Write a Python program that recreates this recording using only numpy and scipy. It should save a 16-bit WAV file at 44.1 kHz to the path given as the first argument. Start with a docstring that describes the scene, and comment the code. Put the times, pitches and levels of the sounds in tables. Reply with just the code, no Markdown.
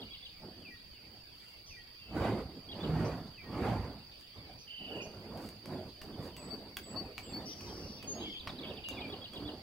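"""Burning torches, held, swung three times and then juggled on a lawn, just right of the microphones.
Each swing tears the flame into a low, fluttering roar, with a brief low hum at its height.
The handles slap into the palms, and hard surfaces near the lawn throw the sounds back.
Small birds whistle, chip and trill in the reeds, and others twitter far across the misty field.
Crickets scrape their wings all along, over the faint rush of the open field."""
import sys
import numpy as np
from scipy import signal
from scipy.fft import rfft, irfft, next_fast_len
from scipy.io import wavfile
from scipy.ndimage import uniform_filter1d

SR = 44100
rng = np.random.default_rng(int(sys.argv[2]) if len(sys.argv) > 2 else 0)


def to_wav(s):
    """Save 16-bit WAV."""
    ch = np.atleast_2d(s).T  # columns
    pcm = np.round(np.clip(ch, -1, 1) * 32767)  # PCM
    wavfile.write(sys.argv[1], SR, pcm.astype(np.int16))


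N = 424241
TIME = np.arange(N) / SR
FRAME_S, BIN_HZ = np.arange(N // 256 + 5) * 256 / SR, np.fft.rfftfreq(1024, 1 / SR)

# a handle lands in a palm: (time [s], relative tick [dB], relative knock [dB], rub against the blow [dB])
CATCHES = [(5.3743, -45.5, -70, -22), (5.4897, -41.5, -70, -29), (5.658, -43.5, -53, -19),
           (6.0156, -41.5, -47, -8), (6.3664, -42, -55, -17), (6.7692, -29.5, -41.5, -27),
           (7.1801, -37, -42, -12), (7.6082, -46, -53, -12), (8.0278, -43, -51, -7),
           (8.4732, -45, -38.5, -1), (8.887, -33, -57, -27), (9.3342, -47, -55, -7)]


def swung_flames(rush_s=0.059):
    """Wide swings of the arms tear the full flames into a roar, with its own brightness at top speed."""
    # wide swings: (peak time [s], rise [s], fall [s], level [dB], brightness [dB], extra at peak [dB])
    swings = [(2.242, 0.15, 0.28, -31.5, -5.5, 16), (2.963, 0.28, 0.35, -33.5, -3, -1.5),
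              (3.663, 0.22, 0.33, -33, -3, 9)]
    # spectrum of a full flame: (frequency [Hz], relative level [dB])
    colour = [(20, -28), (35, -33), (58, 0.5), (115, -1.5), (250, -3), (450, -9), (800, -11.5),
              (1300, -19.5), (2200, -26.5), (3500, -33.5), (6000, -44.5), (15000, -50.5)]
    roar_db, bright_db = whooshes([row[:-1] for row in swings], rest_db=-94)
    rush_db = sum(db * np.exp(-((FRAME_S - s) / rush_s) ** 2) for s, *_, db in swings)
    return flame(roar_db, bright_db + rush_db, colour, brightening=0.027, steady_bass=0.095,
                 flutter_db=1.0, flutter_per_s=46, trim_db=-0.73)


def small_flames(jolt_lag_s=0.013, jolt_rise_s=0.022, jolt_fall_s=0.16, jolt_db=-53.5):
    """The flames idle in the hands, whoosh with each throw, and flare when turned or caught."""
    # a torch spins through the air: (peak time [s], rise [s], fall [s], level [dB], brightness [dB])
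    throws = [(4.969, 0.14, 0.19, -43, 0.5), (5.387, 0.2, 0.19, -44, -2), (5.748, 0.13, 0.14, -42, 2),
              (6.196, 0.19, 0.22, -44, -3.5), (6.474, 0.12, 0.37, -46, -2), (6.972, 0.14, 0.23, -44.0, -2),
              (7.362, 0.165, 0.24, -45.5, 2), (7.715, 0.18, 0.35, -46.2, -2),
              (8.201, 0.16, 0.188, -43.6, 1), (8.687, 0.32, 0.19, -44, 0.5), (9.0, 0.16, 0.12, -44, -3),
              (9.46, 0.18, 0.22, -42.5, 0)]
    # a torch tips or turns over: (peak time [s], rise [s], fall [s], level [dB], brightness [dB])
    flares = [(0, .1, 0.13, -47, -5.5), (.455, 0.064, 0.15, -50, -5), (.61, 0.083, .22, -55, -5),
              (1.12, 0.17, 0.14, -59, -5), (2.172, .04, 0.078, -37.5, -3.5),
              (2.58, 0.073, 0.03, -46.5, -14), (4.38, 0.03, 0.1, -50.5, 6), (4.484, .06, 0.19, -54, 8),
              (4.822, .045, .09, -50.5, 0), (5.163, .063, .17, -47.5, 4), (5.87, 0.044, 0.07, -47, -7),
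              (7.08, 0.036, 0.041, -52, -7), (7.47, .077, .07, -48.5, -14), (7.9, 0.22, 0.16, -49.5, -3),
              (8.08, 0.047, 0.035, -46.5, 2), (8.507, 0.036, .03, -52, -5), (9.08, 0.039, 0.22, -45, 1)]
    # spectrum of a held or spinning flame: (frequency [Hz], relative level [dB])
    colour = [(20, -22), (35, -38), (58, -0.5), (105, -0.5), (140, -3), (200, 2), (290, 1), (450, -3.5),
              (800, -9.5), (1300, -19), (2200, -25.5), (3500, -41), (6000, -41.5), (15000, -42.5)]
    jolts = [(s + jolt_lag_s, jolt_rise_s, jolt_fall_s, jolt_db, 0) for s, *_ in CATCHES]
    frame_samples = np.minimum(FRAME_S * SR, N - 1).astype(int)
    idle_db = -69 + 2.5 * wander(10, N)[frame_samples]
    roar_db, bright_db = whooshes([*throws, *flares, *jolts], idle_db)
    return flame(roar_db, bright_db, colour, brightening=0.041, steady_bass=0.56,
                 flutter_db=2.5, flutter_per_s=70)


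def whooshes(moves, rest_db, arch=1.92):
    """Level and brightness of a flame: each move rises and falls 20 dB in the times given."""
    s, rise, fall, db, bright_db = np.transpose(moves)[:, :, None]
    from_peak = abs(FRAME_S - s) / np.where(FRAME_S < s, rise, fall)
    power = gain_of(db - 20 * from_peak ** arch) ** 2  # an arch of 1 is pointed, 2 is a round bell
    total = power.sum(0) + gain_of(rest_db) ** 2
    return 10 * np.log10(total), (power * bright_db).sum(0) / total


def flame(roar_db, bright_db, colour, brightening, steady_bass, flutter_db, flutter_per_s, trim_db=0):
    """Turbulent burning: faster air breaks the flame into smaller, brighter eddies; its sheet flaps."""
    # the flame at the two microphones: (frequency [Hz], left-right likeness [0-1])
    likeness = [(60, 1), (300, 1), (640, 0.96), (1400, 0.72), (3100, 0.24), (7000, 0.033)]
    force = np.maximum(roar_db - np.average(roar_db, weights=gain_of(2 * roar_db)), -12)[:, None]
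    upper = read([(200, 0.16), (900, 0.74), (3000, 0.64)], BIN_HZ)
    lower = read([(90, 1), (220, 0.071)], BIN_HZ)
    # the deep rumble of the burning wick swells less than the roar above it
    tilt_db = (brightening * force + bright_db[:, None]) * upper - steady_bass * force * lower
    roar = coloured(air_noise(tilt_db, likeness, patchy_db=3.0), colour)
    roar /= np.sqrt(uniform_filter1d((roar ** 2).mean(0), size=2400) + 1e-20)
    flapping = evened(gain_of(flutter_db * np.tanh(wander(flutter_per_s, N))))
    return roar * flapping * gain_of(np.interp(TIME, FRAME_S, roar_db) + trim_db)


def low_hums(waver_hz=11):
    """Brief, wavering low hums in the roar at the height of a swing or throw."""
    # hums: (time [s], width [s], pitch [Hz], level [dB])
    hums = [(2.30, 0.028, 112.4, -36), (2.98, 0.085, 157.2, -33), (3.0, 0.059, 111.4, -35.5),
            (3.729, 0.045, 111.9, -34), (5.75, 0.054, 91.1, -45.5), (5.76, 0.047, 361.5, -45.5),
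            (9.46, 0.05, 298, -43.5)]
    out = np.zeros(N)
    t = np.arange(SR // 2) / SR - 1 / 4
    for s, width, hz, db in hums:
        turns = np.cumsum(hz + waver_hz * wander(47.8, len(t))) / SR
        add(out, s + t[0], gain_of(db) * np.exp(-(t / width) ** 2 / 2) * np.sin(2 * np.pi * turns))
    return out


def handles(tick_boost_db=14, knock_boost_db=26):
    """Each catch is a bright tick, a duller knock of the palm and a short ring; faint rubs lie between."""
    # modes of a handle: (frequency [Hz], relative level [dB], time to fall 60 dB [s])
    modes = [(1098, -6, 0.047), (2300, -11, 0.074), (2780, -9, 0.034)]
    # spectra of the tick and the knock: (frequency [Hz], relative level [dB])
    tick_colour = [(500, -5), (2500, 3.5), (5500, -1), (8000, -0.5), (12000, -3.5), (16000, -0.5)]
    knock_colour = [(100, 7.5), (500, -9), (1100, 2), (1700, -4), (2700, 1), (3800, -10), (5300, -6.5),
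                    (7500, -30), (15000, -45)]
    # a faint tick or brief rub of a handle: (time [s], width [s], level [dB])
    touches = [(1.45, 0.087, -71), (4.208, 0.015, -65), (5.445, 0.033, -59.5), (6.26, 0.028, -61.5),
               (7.68, 0.14, -69.5), (9.36, .03, -69)]
    out, t = np.zeros(N), np.arange(4096) / SR
    ring = sum(gain_of(db - 60 * t / t60) * np.sin(2 * np.pi * hz * t) for hz, db, t60 in modes)
    for s, tick_db, knock_db, rub_db in CATCHES:
        tick = gain_of(tick_db + tick_boost_db) * blow(tick_colour, 0.0011, rub_db + 3, rub_s=0.022)
        knock = gain_of(knock_db + knock_boost_db) * blow(knock_colour, 0.0013, rub_db, rub_s=0.011)
        add(out, s - 64 / SR, tick + knock)
        add(out, s, gain_of(knock_db) * ring)
    touching = sum(gain_of(db) * np.exp(-((TIME - s) / width) ** 2 / 2) for s, width, db in touches)
    rasp = coloured(rng.standard_normal(N), tick_colour) * gain_of(3 * wander(300, N))
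    return out + touching * evened(rasp)


def blow(colour, crack_s, rub_db, rub_s):
    """A crack, 64 samples in, then the uneven rub of the hand closing round the handle."""
    t = np.arange(4096) / SR
    rub = np.exp(-t / rub_s) * gain_of(rub_db + 4.5 * wander(890, len(t)))
    burst = (np.exp(-t / crack_s) + rub) * rng.standard_normal(len(t))
    slap = coloured(np.pad(burst, (64, 0)), colour)
    return slap / np.linalg.norm(slap)


def echoed(x):
    """Hard surfaces near the lawn throw the juggler's sounds back."""
    # early reflections: (delay [s], level [dB])
    echoes = [(0.0192, -14), (0.0272, -18)]
    out = x.copy()
    for delay_s, db in echoes:
        add(out, delay_s, gain_of(db) * x)
    return out


def whistling_birds(lead_s=.045, slur_s=.06, step_s=.054, fall_s=.12, high_s=0.119, low_s=0.0553):
    """Birds in the reeds whistle stepped calls, long falls, high-low pairs and plain notes."""
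    # a faint lead-in, a slur, a step down: (time [s], pitch [Hz], slur level [dB], step level [dB])
    step_calls = [(.645, 2376, -53, -55.5), (1.703, 2380, -56, -56), (3.372, 2330, -53.5, -65)]
    # one long falling whistle, always the same: (time [s], level [dB])
    falls = [(.905, -67), (6.318, -63), (7.224, -62.5)]
    # a thin high note, then a louder low one:
    # (time [s], gap [s], high pitch [Hz], low pitch [Hz], low note level [dB], left over right [dB])
    pairs = [(6.363, 0.14, 7830, 4563, -45, 10), (6.827, 0.13, 7770, 4510, -42.5, 6.5),
             (7.225, .104, 7600, 4470, -43, 3)]
    # plain notes: (time [s], length [s], start [Hz], end [Hz], level [dB], left over right [dB])
    whistles = [(0.308, 0.064, 2650, 2314, -67, -0.5), (1.453, 0.13, 2830, 2700, -64, 2),
                (1.974, 0.22, 2750, 2570, -61, 1), (2.0, 0.18, 3210, 3010, -67, 0.5),
                (5.0, .027, 2490, 2430, -47.5, -4), (7.483, .059, 3320, 2900, -63, .5),
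                (8.072, 0.065, 6563, 6580, -41.5, 2.5), (8.147, 0.051, 6570, 6560, -53, 1),
                (8.833, 0.094, 2904, 2743, -45, 2), (8.968, 0.028, 2550, 2110, -48, 0),
                (9.01, 0.061, 2520, 2304, -48.5, 0)]
    out = np.zeros((2, N))
    for s, hz, slur_db, step_db in step_calls:
        add(out, s - lead_s, note(lead_s, 1.47 * hz, 1.32 * hz, 1.2 * hz, slur_db - 11))
        add(out, s, note(slur_s, 1.19 * hz, 1.02 * hz, 1.005 * hz, slur_db))
        add(out, s + slur_s, note(step_s, .84 * hz, .803 * hz, .812 * hz, step_db))
    for s, db in falls:
        add(out, s, note(fall_s, 3210, 2810, 2330, db))
    for s, gap_s, high_hz, low_hz, db, side_db in pairs:
        add(out, s, placed(note(high_s, high_hz + 260, high_hz, high_hz + 70, db - 16), side_db))
        add(out, s + gap_s, placed(note(low_s, low_hz + 30, low_hz, low_hz + 60, db), side_db))
    for s, length, start_hz, end_hz, db, side_db in whistles:
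        add(out, s, placed(note(length, start_hz, (start_hz + end_hz) / 2, end_hz, db), side_db))
    return out


def chipping_birds(chip_period_s=.118, pip_hz=3360, pip_scatter_hz=55):
    """Birds in the reeds repeat short syllables at an even pace."""
    # runs of a chip made of a level pip, a steep fall and a soft lilt:
    # (time of first fall [s], chips [count], level [dB])
    chip_runs = [(.014, 3, -49.5), (2.713, 2, -47.5), (9.004, 5, -48)]
    # runs of one steep slur: (time [s], slurs [count], period [s], length [s],
    # start [Hz], middle [Hz], end [Hz], level [dB], left over right [dB])
    slur_runs = [(8.396, 3, .094, .019, 4200, 3640, 3350, -47, -2.5),
                 (8.628, 5, .0692, .032, 4020, 2950, 2560, -50.5, -6)]
    out = np.zeros((2, N))
    for start, count, db in chip_runs:
        for s in start + chip_period_s * np.arange(round(count)):
            hz = pip_hz + pip_scatter_hz * rng.standard_normal()
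            add(out, s - .026, placed(note(0.022, hz - 40, hz, hz, db - 2), side_db=-5.0))
            add(out, s, placed(note(0.024, 4274, 3290, 2700, db + 2), side_db=0.75))
            add(out, s + 0.0375, placed(note(0.0248, 4320, 4400, 4950, db - 8), side_db=-1.4))
    for start, count, period, *shape, side_db in slur_runs:
        for s in start + period * np.arange(round(count)):
            add(out, s, placed(note(*shape), side_db))
    return out


def trilling_birds(throb_db=5, slow_per_s=25):
    """The pitch swings quickly up and down; the slower the swing, the more the syllables part."""
    # trills and buzzes: (time [s], length [s], start [Hz], end [Hz], swing [Hz], swing rate [1/s],
    # roughness [ratio], level [dB], left over right [dB])
    trills = [(1.66, 0.072, 5880, 5470, 450, 170, 0.74, -58, -0.5),
              (3.046, 0.032, 5740, 5600, 450, 150, 1.1, -56, 2),
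              (4.585, 0.055, 6030, 5360, 400, 240, 0.76, -61, -2.5),
              (4.667, 0.38, 2923, 2724, 188, 28.3, 0.35, -48, -4.5),
              (5.019, 0.037, 5770, 5630, 450, 170, 1.05, -54.5, -2.5),
              (7.456, 0.084, 5340, 5460, 537, 127, 0.26, -48, 6),
              (7.551, .46, 5320, 5040, 550, 130, 0.6, -54.5, 3.5),
              (8.2, 0.194, 3210, 3244, 173, 81, 0.66, -47, 1.5),
              (8.633, 0.062, 3190, 3250, 160, 96, 0.5, -49, 0.5)]
    out = np.zeros((2, N))
    for s, length, start_hz, end_hz, swing_hz, per_s, rough, db, side_db in trills:
        t = np.arange(round(length * SR)) / SR
        swing = np.sin(2 * np.pi * per_s * t)
        hz = np.linspace(start_hz, end_hz, len(t)) + swing_hz * (swing + rough * wander(1200, len(t)))
        throb = gain_of(throb_db * slow_per_s / per_s * swing)  # each syllable is loudest at its top
        add(out, s, placed(whistle(hz, db, edge=0.13, loudness=throb, second_db=-21.5), side_db))
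    return out


def note(length, start_hz, middle_hz, end_hz, db):
    """A bird slurs one slightly unsteady note through three pitches."""
    progress = np.linspace(0, 1, max(round(length * SR), 64))
    hz = np.polyval(np.polyfit([0, .5, 1], [start_hz, middle_hz, end_hz], 2), progress)
    return whistle(hz + 9 * wander(300, len(hz)), db)


def whistle(hz, db, edge=0.27, loudness=1, second_db=-42, third_db=-22):
    """A bird's almost pure tone along a pitch curve; its faint overtones grow on the high notes."""
    angle = 2 * np.pi * np.cumsum(hz) / SR
    overtones = sum(gain_of(part_db) * np.sin(k * angle) * (k * hz < SR / 2)
                    for k, part_db in ((2, second_db), (3, third_db)))
    tone = np.sin(angle) + read([(3400, .1), (4400, 1)], hz) * overtones
    return gain_of(db) * evened(loudness * tone * signal.windows.tukey(len(hz), edge))


def crickets(count=12, centre_hz=4667, spread_hz=130, scatter_hz=70, sag_hz=170, level_db=-57):
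    """Each cricket scrapes a ringing wing in rapid strokes; the pitch sags along every stroke."""
    out = np.zeros((2, N))
    for k, rank in enumerate((np.arange(count) + .5) / count):
        strokes_per_s = rng.uniform(28, 70) * (1 + .1 * wander(12, N))
        stroke = np.cumsum(strokes_per_s) / SR % 1
        own_hz = centre_hz + spread_hz * np.log(rank / (1 - rank)) / 2
        hz = own_hz + scatter_hz * wander(400, N) - sag_hz * (stroke - .5)
        angle = (2 * np.pi * (np.cumsum(hz) / SR % 1)).astype(np.float32)
        wing = np.sin(angle) + gain_of(-22) * np.sin(2 * angle) + gain_of(-32) * np.sin(3 * angle)
        song = wing * (4 * stroke * (1 - stroke)) ** 2
        at_microphones = np.array([song, np.roll(song, rng.integers(-12, 13))])
        out += panned(at_microphones, side_db=6 * (-1) ** k)
    return gain_of(level_db) * evened(panned(out, side_db=-4.5))


def far_birds(spread_db=9):
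    """A twitter of faint, quick slurs carries from across the field."""
    # runs of slurs: (from [s], to [s], rate [1/s], lowest pitch [Hz], highest pitch [Hz], level [dB])
    runs = [(0, 9.6, 18, 2000, 3600, -69.5), (0, .4, 45, 2100, 3900, -65), (4.1, 4.55, 60, 2200, 3700, -69),
            (7.2, 8.0, 40, 2500, 3800, -67), (8.0, 9.1, 45, 2200, 4200, -62.5),
            (8.05, 8.65, 25, 4300, 5200, -70)]
    out = np.zeros((2, N))
    for start, stop, per_s, low_hz, high_hz, db in runs:
        count = round(per_s * (stop - start))
        for when, length, pitch, slope, size, side in rng.random((400, 6))[:count]:
            hz = low_hz + (high_hz - low_hz) * pitch
            slur = .26 * (slope - .4)
            chirp_db = db + spread_db * (size - .5)
            chirp = note(.015 + .05 * length ** 2, hz * (1 + slur), hz, hz * (1 - slur), chirp_db)
            add(out, start + when * (stop - start), placed(chirp, side_db=8 * (side - .5)))
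    return out


def open_field(level_db=-58.5):
    """The faint, mottled rush of the open field, all round the microphones."""
    # spectrum of the field: (frequency [Hz], relative level [dB])
    colour = [(20, -6), (70, -3), (200, -11), (500, -17), (1000, -19), (1600, -21), (2800, -15),
              (3800, -17), (5000, -14), (5600, -27), (7500, -34), (10500, -33.5), (15500, -26)]
    # the field at the two microphones: (frequency [Hz], left-right likeness [0-1])
    likeness = [(60, 0.83), (130, 0.65), (290, 0), (640, 0), (1400, 0.14), (3100, 0)]
    return gain_of(level_db) * evened(coloured(air_noise(0, likeness, patchy_db=4.0), colour))


def scattered(x, t60, wet_db):
    """Reeds and trees return a thin tail, different at each microphone."""
    t = np.arange(SR * 3 // 4) / SR
    sparse = rng.standard_normal((2, len(t))) * (rng.random((2, len(t))) < 1 / 16)
    taps = sparse * gain_of(-60 * t / t60) * (t > .005)
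    return x + gain_of(wet_db) * signal.fftconvolve(x, taps / np.linalg.norm(taps[0]), axes=1)[:, :N]


def placed(x, side_db, max_lead_s=0.00025):
    """A bird off to one side is louder and earlier at the nearer microphone."""
    padded = next_fast_len(len(x) + 32, True)
    delay_s = np.array([[-.5], [.5]]) * max_lead_s * np.tanh(side_db / 1.5)
    shift = np.exp(-2j * np.pi * np.fft.rfftfreq(padded, 1 / SR) * delay_s)
    return panned(irfft(rfft(x, padded) * shift, padded), side_db)


def panned(x, side_db):
    """Places a sound by level; positive is left."""
    return x * gain_of([[side_db / 2], [-side_db / 2]])


def air_noise(level_db, likeness, patchy_db):
    """Stereo noise under a time-frequency level, mottled by drifting patches."""
    a, b, c, d, patches = rng.standard_normal((5, len(FRAME_S), len(BIN_HZ)))
    patches = evened(uniform_filter1d(uniform_filter1d(patches, size=7, axis=0), size=5, axis=1))
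    same = np.clip(read(likeness, BIN_HZ), 0, .998)
    left = a + 1j * b
    right = same * left + np.sqrt(1 - same ** 2) * (c + 1j * d)
    spectra = np.array([left, right]) * gain_of(level_db + patchy_db * patches)
    return signal.istft(spectra, nperseg=1024, noverlap=768, time_axis=1, freq_axis=2)[1][:, :N]


def wander(per_s, size):
    """Random drift of rms about 1 that takes a new value per_s times a second."""
    step = np.arange(size) * per_s / SR
    knots = np.random.default_rng(rng.integers(2 ** 20)).standard_normal(int(step[-1]) + 2)
    return np.interp(step, np.arange(len(knots)), knots)


def coloured(x, points):
    """Filters by a spectrum."""
    size = x.shape[-1]
    padded = next_fast_len(size, True)
    response = gain_of(read(points, np.fft.rfftfreq(padded, 1 / SR)))
    return irfft(rfft(x, padded) * response, padded)[..., :size]


def read(points, hz):
    """Reads a spectrum on a logarithmic frequency axis."""
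    point_hz, value = np.transpose(points)
    return np.interp(np.log(hz + 1), np.log(point_hz), value)


def add(mix, s, sound):
    """Mixes a sound in at time s."""
    start = round(s * SR)
    sound = sound[..., max(-start, 0):]
    part = mix[..., max(start, 0):][..., :sound.shape[-1]]
    part += sound[..., :part.shape[-1]]


def gain_of(db):
    """Decibels to amplitude."""
    return 10 ** (np.asarray(db) / 20)


def evened(x):
    """Scales to rms 1."""
    return x / np.sqrt(np.mean(x ** 2) + 1e-20)


def scene():
    """The juggler on the lawn slightly right of centre, birds in the reeds, the field all round."""
    fire = swung_flames() + small_flames() + low_hums()
    hands = scattered(panned(handles(), side_db=-0.5), t60=0.2, wet_db=-5.5)
    juggler = echoed(panned(fire, side_db=-2.5) + hands)
    twitter = scattered(far_birds(), t60=.4, wet_db=-4)
    singers = whistling_birds() + chipping_birds() + trilling_birds()
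    through_reeds = gain_of(-1.5) * scattered(singers, t60=.12, wet_db=-6)
    birds = scattered(through_reeds, t60=0.61, wet_db=-9)
    field = panned(open_field(), side_db=-1.5)
    return juggler + birds + twitter + crickets() + field


def record(dry):
    """The recorder passes nothing above about 16 kHz."""
    band_limit = signal.firwin(511, 15850, window=("kaiser", 9), fs=SR)
    return signal.oaconvolve(dry, band_limit[None], "same", axes=1)


dry = scene()
out = record(dry)
to_wav(out)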